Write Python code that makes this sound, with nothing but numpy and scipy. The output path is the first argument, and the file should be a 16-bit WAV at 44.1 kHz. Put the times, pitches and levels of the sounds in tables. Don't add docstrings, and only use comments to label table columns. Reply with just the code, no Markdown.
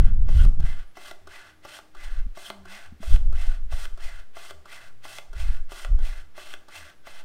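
import sys
import numpy as np
from scipy import signal
from scipy.fft import rfft, irfft, next_fast_len
from scipy.io import wavfile
from scipy.ndimage import uniform_filter1d

SR = 44100
rng = np.random.default_rng(int(sys.argv[2]) if len(sys.argv) > 2 else 0)


def file_out(sig):
    cols = np.atleast_2d(sig).T
    lim = np.clip(cols, -1, 1)
    pcm = np.round(lim * 32767).astype(np.int16)
    wavfile.write(sys.argv[1], SR, pcm)


N = 319443
TIME = np.arange(N) / SR
COARSE = TIME[::32]

# opening knock and end stop in seconds, then rasp level,
# treble lift, crack of the stop and thump of the jar in relative dB.
PUSHES = [(0.289, 0.451, -46, -2.5, -43, -43), (0.971, 1.112, -48, -2, -40.5, -43.5),
          (1.651, 1.788, -46, -3, -45, -46.5), (2.373, 2.5016, -47, 1.5, -33.5, -37),
          (3.030, 3.161, -46, 2, -38, -48.5), (3.725, 3.854, -44, 0, -35.5, -48),
          (4.369, 4.508, -45.5, -1.5, -42.5, -45), (5.053, 5.185, -45, 1.5, -34, -43.5),
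          (5.72, 5.848, -44, .5, -33.5, -41.5), (6.379, 6.5388, -45, -2, -33, -47.5),
          (7.071, 7.209, -47.5, -4.5, -59, -60)]
# valve tick and stop in seconds, rasp and tick in relative dB.
RETURNS = [(-.18, 0.089, -48.5, -45), (.601, 0.818, -50.5, -44), (1.272, 1.502, -51, -42.5),
           (1.949, 2.193, -50.5, -46), (2.654, 2.859, -48.5, -44.5), (3.326, 3.551, -48.5, -45.5),
           (3.975, 4.2, -49.5, -48), (4.656, 4.875, -49.5, -45), (5.331, 5.565, -49, -45),
           (5.988, 6.208, -49.5, -47), (6.684, 6.894, -48.5, -46)]
# centre and half length in seconds,
# lower and upper partial in dB.
SQUEEZES = [(0.406, 0.02, -44.5, -44), (1.066, 0.014, -52, -51), (1.743, .016, -50, -50),
            (2.462, 0.015, -53, -42), (3.13, .02, -59, -48)]
# pitch in Hz, bandwidth in Hz, gain in dB.
JAR_MODES = [(390.2, 42, 4.5), (612, 55, -5), (685, 123, -3), (841, 109, -3), (1180, 82, 2),
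             (1418, 114, 2.5), (1548, 142, 1.5), (1685, 60, -4), (2017, 228, 1), (2511, 78, -5.5),
             (2680, 134, 0.5), (3100, 410, -3), (3423, 175, -3.5), (4130, 980, -3), (5350, 1700, -2),
             (7140, 3400, -5), (8740, 1330, 0.5), (12980, 3400, -1.5)]
# pitch in Hz, time to fall 60 dB in seconds, gain in dB.
SURFACE_MODES = [(337, 0.53, -2), (385.3, 0.25, 5)]
# frequency in Hz, relative gain in dB.
PUSH_EQ = [(150, -38), (400, -6.5), (700, 1.5), (1400, 1), (2100, 2.5), (3400, 0), (5000, -6), (9000, -10),
           (10500, -12), (15500, -18)]
RETURN_EQ = [(150, -26), (400, -8), (700, 4), (1400, 0), (2100, 3), (3400, -1.5), (5000, -8.5), (9000, -14),
             (10500, -17.5), (15500, -22)]
KNOCK_EQ = [(70, 20), (180, 5), (380, 1), (620, 9.5), (1150, 5), (1550, -10), (2050, 0), (3300, -33.5),
            (5500, -12), (9000, -34), (15500, -22)]
CRACK_EQ = [(100, -2), (380, -9.5), (700, -13), (1400, 7), (2100, 3.5), (3400, 4.5), (5000, -9.5),
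            (8500, -13.5), (15500, -22)]
TICK_EQ = [(100, 10), (380, 5.5), (700, 6), (1400, 7), (2000, -14), (3400, -7), (7000, -15), (9500, -18.5),
           (15500, -26)]
# frequency in Hz, time to fall 60 dB in seconds.
ROOM_T60 = [(100, 0.8), (600, 0.7), (2000, 0.25), (6000, 0.45), (15000, 0.34)]
# time in seconds, relative strength in dB.
GUST_1 = [(0.0, -14.5), (0.106, -19), (0.248, -19), (0.268, -19.5), (0.462, -14), (0.554, -24.5),
          (0.602, -18), (0.766, -27), (0.83, -31.5)]
GUST_2 = [(1.97, -46), (2.07, -29), (2.11, -30.5), (2.18, -23), (2.302, -28), (2.33, -45)]
GUST_3 = [(3.0, -44), (3.146, -10), (3.19, -23.5), (3.276, -17.5), (3.42, -24.5), (3.484, -20),
          (3.554, -25.5), (3.71, -27.5), (3.744, -24), (3.958, -34.5), (4.062, -29.5), (4.128, -32.5),
          (4.2, -37)]
GUST_4 = [(5.3, -34), (5.412, -23.5), (5.48, -22.5), (5.512, -22.5), (5.638, -29.5), (5.794, -47),
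          (5.914, -17), (5.978, -20.5), (6.038, -22), (6.148, -30.5), (6.22, -35.5)]
FLUTTER_TRIMS_DB = [4.5, -3.5, -5.5, -2.5]
# frequency in Hz, relative gain in dB.
RUMBLE_EQ = [(8, 5.5), (20, 4.5), (45, -6), (65, -9.5), (90, -37), (130, -43.5), (250, -56.5), (600, -85.5)]
FLUTTER_EQ = [(30, -37), (70, 8), (110, 9), (160, -2), (250, -14), (400, -27), (800, -32.5), (2000, -55)]
THUD_EQ = [(50, 1), (130, 2), (210, 11), (270, 3), (400, -26), (1000, -57)]
ROOM_TONE_EQ = [(20, 10.5), (60, 3), (130, 1.5), (300, -3), (500, -4), (900, -11.5), (1500, -8),
                (3000, -13.5), (8000, -23), (15500, -26.5)]
# start in seconds, relative level in dB.
THUDS = [(2.262, -37.5), (2.923, -36.5), (3.003, -36)]
# start in seconds, level in dB.
SAGS = [(1.19, -57), (2.55, -54.5), (2.845, -51), (4.106, -54), (4.495, -53.5), (6.16, -55), (6.75, -53)]
# start and end in seconds, first and last pitch in Hz, level in dB.
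HUMS = [(1.36, 1.66, 86, 87.3, -65), (1.2, 2.4, 312, 312, -68), (2.46, 2.70, 214, 179, -53),
        (2.66, 2.79, 175.6, 214, -56), (4.6, 5.4, 120, 117.8, -64), (6.05, 7.3, 313, 319, -71)]
WHISTLES = [(.84, .96, 9250, 12000, -77), (1.41, 1.53, 10900, 12300, -82), (1.5, 1.63, 12300, 9600, -82),
            (6.92, 7.04, 11100, 9750, -83)]

PUMP_DOWN_S = 7.4
PUSH_SWELL_DB, SWELL_LOSS_DB = 9, 16
PUSH_PORT_HZ, PORT_HZ_PER_DB = 3280, 48
RETURN_PORT_HZ, RETURN_RISE_HZ = 1970, 960
RETURN_TREBLE_DB, TREBLE_RISE_DB = -1.0, 8.5
SQUEEZE_HZ, SQUEEZE_RISE_HZ = 1465, 520


def pump():
    down = rasp(pushes(), PUSH_EQ, port_db=-16, port_width_hz=1300, rest_hz=1676,
                grain_db=-1, judder_db=1.34, brightening=0.74)
    up = rasp(returns(), RETURN_EQ, port_db=-2, port_width_hz=430, rest_hz=1480,
              grain_db=0, judder_db=1.56, brightening=0.44)
    return from_db(-2.5) * down + from_db(-4) * up + squeezes() + contacts()


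def pushes(lag_s=0.006, lead_s=0.01):
    for start, end, db, treble_db, _, _ in PUSHES:
        along = np.clip((COARSE - start) / (end - start), 0, 1)
        arch = 0.457 - np.abs(along - 0.71)
        swell_db = PUSH_SWELL_DB - SWELL_LOSS_DB * vacuum(start)
        moving = gate(start + lag_s - lead_s * vacuum(start), end, rise_s=0.025, stop_s=0.014)
        speed = moving * from_db(swell_db * arch)
        yield speed, db, treble_db, PUSH_PORT_HZ + PORT_HZ_PER_DB * treble_db


def returns(lag_s=0.047, surge_db=6.5, surge_at_s=0.038, surge_s=0.048):
    for tick, end, db, _ in RETURNS:
        start = tick + lag_s
        surge = np.exp(-((COARSE - start - surge_at_s) / surge_s) ** 2)
        speed = gate(start, end, rise_s=0.041, stop_s=0.024) * from_db(surge_db * (surge - 1))
        treble_db = RETURN_TREBLE_DB + TREBLE_RISE_DB * vacuum(tick)
        yield speed, db + surge_db, treble_db, RETURN_PORT_HZ + RETURN_RISE_HZ * vacuum(tick)


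def vacuum(s):
    return 1 - np.exp(-max(s, 0) / PUMP_DOWN_S)


def rasp(strokes, eq, port_db, port_width_hz, rest_hz, grain_db, judder_db, brightening, split_hz=4000):
    level, treble, port_hz = 0, 0, rest_hz
    for speed, db, treble_db, hz in strokes:
        level += speed * from_db(db)
        treble += speed ** (1 + brightening) * from_db(db + treble_db)
        port_hz += (hz - rest_hz) * np.minimum(speed, 1) ** 2
    slips = rms_one(rng.standard_normal(N) * from_db(grain_db * drift(2500) + judder_db * drift(130)))
    rub = through(slips, jar(eq_pulse(eq)))
    highs = signal.sosfiltfilt(butter(split_hz, "high"), rub)
    air = from_db(port_db) * rms_one(jar(air_port(port_hz, port_width_hz)))
    return smooth(level) * (rub - highs + air) + smooth(treble) * highs


def air_port(hz, width_hz):
    bins, t, frames = signal.stft(rng.standard_normal(N), SR, nperseg=256)
    detune = (bins[:, None] - np.interp(t, COARSE, hz)) / width_hz
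    return rms_one(signal.istft(frames / (1 + 2j * detune) ** 2, SR)[1][:N])


def squeezes(width_hz=190):
    out, air = 0, rng.standard_normal(N)
    for s, half_s, *levels in SQUEEZES:
        hz = SQUEEZE_HZ + SQUEEZE_RISE_HZ * vacuum(s)
        swell = smooth(np.exp(-np.minimum(((COARSE - s) / half_s) ** 2, 20)))
        for k, db in enumerate(levels, 1):
            band = butter([k * (hz - width_hz / 2), k * (hz + width_hz / 2)], "band")
            out += from_db(db) * swell * rms_one(signal.sosfilt(band, air))
    return out


def contacts(thump_lag_s=0.001915):
    knock_pulse = jar(eq_pulse(KNOCK_EQ))
    knocks = [(start, -38) for start, *_ in PUSHES]
    cracks = [(stop, db) for _, stop, _, _, db, _ in PUSHES]
    thumps = [(stop + thump_lag_s, db) for _, stop, _, _, _, db in PUSHES]
    ticks = [(start, db) for start, _, _, db in RETURNS if start > 0]
    hits = from_db(23.5) * blows(knocks, knock_pulse, chatter_s=0.0034, chatter_db=0.5, build=0.6)
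    hits += from_db(21.5) * blows(cracks, jar(eq_pulse(CRACK_EQ)), chatter_s=0.0011, chatter_db=1)
    hits += from_db(27.5) * blows(thumps, knock_pulse, chatter_s=0.0022, chatter_db=1)
    hits += from_db(25) * blows(ticks, jar(eq_pulse(TICK_EQ)), chatter_s=0.0031, chatter_db=7, build=0.77)
    return hits + surface(hits)


def blows(events, pulse, chatter_s, chatter_db, build=0, size=2048):
    force, t = np.zeros(N + size), TIME[:size]
    for s, db in events:
        chatter = rng.standard_normal(size) * t ** build * np.exp(-t / chatter_s)
        blow = from_db(chatter_db) * chatter / np.linalg.norm(chatter)
        blow[0] += 1
        makeup = np.linalg.norm(pulse) / np.linalg.norm(signal.fftconvolve(blow, pulse))
        at = int(s * SR)
        force[at:at + size] += from_db(db) * makeup * blow
    return through(force[:N], pulse)


def jar(force, direct_db=-22):
    out = from_db(direct_db) * force
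    for hz, width_hz, db in JAR_MODES:
        out += from_db(db) * resonate(force, hz, decay_per_s=np.pi * width_hz)
    return out


def surface(force):
    return sum(from_db(db) * resonate(force, hz, decay_per_s=np.log(1000) / t60)
               for hz, t60, db in SURFACE_MODES)


def room(x, onset_s=0.00076):
    t, tail = TIME[:SR // 2], 0
    edges_hz = np.geomspace(60, 17000, 9)
    for low, high in zip(edges_hz, edges_hz[1:]):
        band = signal.sosfilt(butter([low, high], "band"), rng.standard_normal(len(t)))
        t60 = at_hz(ROOM_T60, np.sqrt(low * high))
        tail += band * np.exp(-np.log(1000) * t / t60)
    return through(x, tail * (1 - np.exp(-t / onset_s)))


def wind(full_gust_db=-15.5, flutter_growth=1.89, ceiling=0.85):
    strength, ragged = 0, 0
    for curve, trim_db in zip((GUST_1, GUST_2, GUST_3, GUST_4), FLUTTER_TRIMS_DB):
        times, levels = np.transpose(curve)
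        fade = gate(times[0] + 0.022, times[-1], rise_s=0.029, stop_s=0.02)
        gust = fade * from_db(np.interp(COARSE, times, levels) - full_gust_db)
        strength += gust
        ragged += from_db(trim_db) * gust ** flutter_growth
    rumble = eddies(strength, RUMBLE_EQ, dulling=1, split_hz=21.3, even_s=0.093, suction=0.18)
    flutter = eddies(ragged, FLUTTER_EQ, dulling=0.15, split_hz=80, even_s=0.068, suction=0.12)
    sway = signal.sosfilt(butter(3, "low"), drift(13))
    pressure = from_db(-8.5) * rumble + from_db(-31.5) * flutter + from_db(-35.5) * sway
    return pressure / (1 + (pressure / ceiling) ** 4) ** 0.25


def eddies(strength, eq, dulling, split_hz, even_s, suction):
    size = next_fast_len(N, True)
    hz = np.fft.rfftfreq(size, 1 / SR)
    band = (hz > 6) / (1 + (hz / 1200) ** 4)
    spectrum = rfft(rng.standard_normal(size)) * from_db(at_hz(eq, hz)) * band
    swirl = rms_one(irfft(spectrum, size)[:N])
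    swirl /= np.sqrt(uniform_filter1d(swirl ** 2, size=int(even_s * SR)) + 1e-9)
    swirl -= suction * (swirl ** 2 - 1)
    slow = signal.sosfiltfilt(butter(split_hz, "low"), swirl)
    fast_share = np.minimum(strength, 1) ** dulling
    return smooth(strength) * slow + smooth(strength * fast_share) * (swirl - slow)


def background(sag_s=0.16, sag_from_hz=90, sag_to_hz=66):
    room_tone = from_db(-62) * through(rng.standard_normal(N), eq_pulse(ROOM_TONE_EQ))
    thuds = from_db(20.5) * blows(THUDS, eq_pulse(THUD_EQ), chatter_s=0.0095, chatter_db=-6)
    sags = glides([(s, s + sag_s, sag_from_hz, sag_to_hz, db) for s, db in SAGS], waver=0.0138)
    return room_tone + thuds + sags + glides(HUMS, waver=0.0135) + glides(WHISTLES, waver=0.007)


def glides(rows, waver):
    out, wobble = np.zeros(N), 1 + waver * drift(26)
    for start, end, first_hz, last_hz, db in rows:
        along = np.clip((TIME - start) / (end - start), 0, 1)
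        hz = (first_hz + (last_hz - first_hz) * along) * wobble
        swell = from_db(db) * np.sqrt(2) * np.sin(np.pi * along)
        out += swell * np.sin(2 * np.pi * np.cumsum(hz) / SR)
    return out


def gate(start, end, rise_s, stop_s):
    attack = (np.maximum(start - COARSE, 0) / rise_s) ** 2
    release = np.maximum(COARSE - end, 0) / stop_s
    return np.exp(-np.minimum(attack + release, 20))


def resonate(force, hz, decay_per_s):
    r = np.exp(-decay_per_s / SR)
    feedback = [1, -2 * r * np.cos(2 * np.pi * hz / SR), r * r]
    return (1 - r * r) / 2 * signal.lfilter([1, 0, -1], feedback, force)


def eq_pulse(eq, size=16384):
    gains = from_db(at_hz(eq, np.fft.rfftfreq(size, 1 / SR)))
    cepstrum = irfft(np.log(gains))
    cepstrum[1:size // 2] *= 2
    cepstrum[size // 2 + 1:] = 0
    return irfft(np.exp(rfft(cepstrum)))


def through(x, pulse):
    return signal.fftconvolve(x, pulse / np.linalg.norm(pulse))[:N]


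def butter(hz, kind):
    return signal.butter(2, hz, kind, fs=SR, output="sos")


def at_hz(points, hz):
    known, values = np.transpose(points)
    return np.interp(np.log(np.maximum(hz, 1)), np.log(known), values)


def drift(rate_hz):
    return rms_one(np.interp(TIME * rate_hz, np.arange(N), rng.standard_normal(N)))


def smooth(curve):
    return np.interp(TIME, COARSE, curve)


def rms_one(x):
    return x / np.sqrt(np.mean(x ** 2) + 1e-20)


def from_db(db):
    return 10 ** (np.asarray(db) / 20)


def scene():
    direct = pump()
    return (direct + from_db(-9) * room(direct) + background() + wind())[None]


def record(dry, cutoff_hz=15750):
    return signal.sosfilt(signal.ellip(12, 0.1, 90, cutoff_hz, fs=SR, output="sos"), dry)


dry = scene()
out = record(dry)
file_out(out)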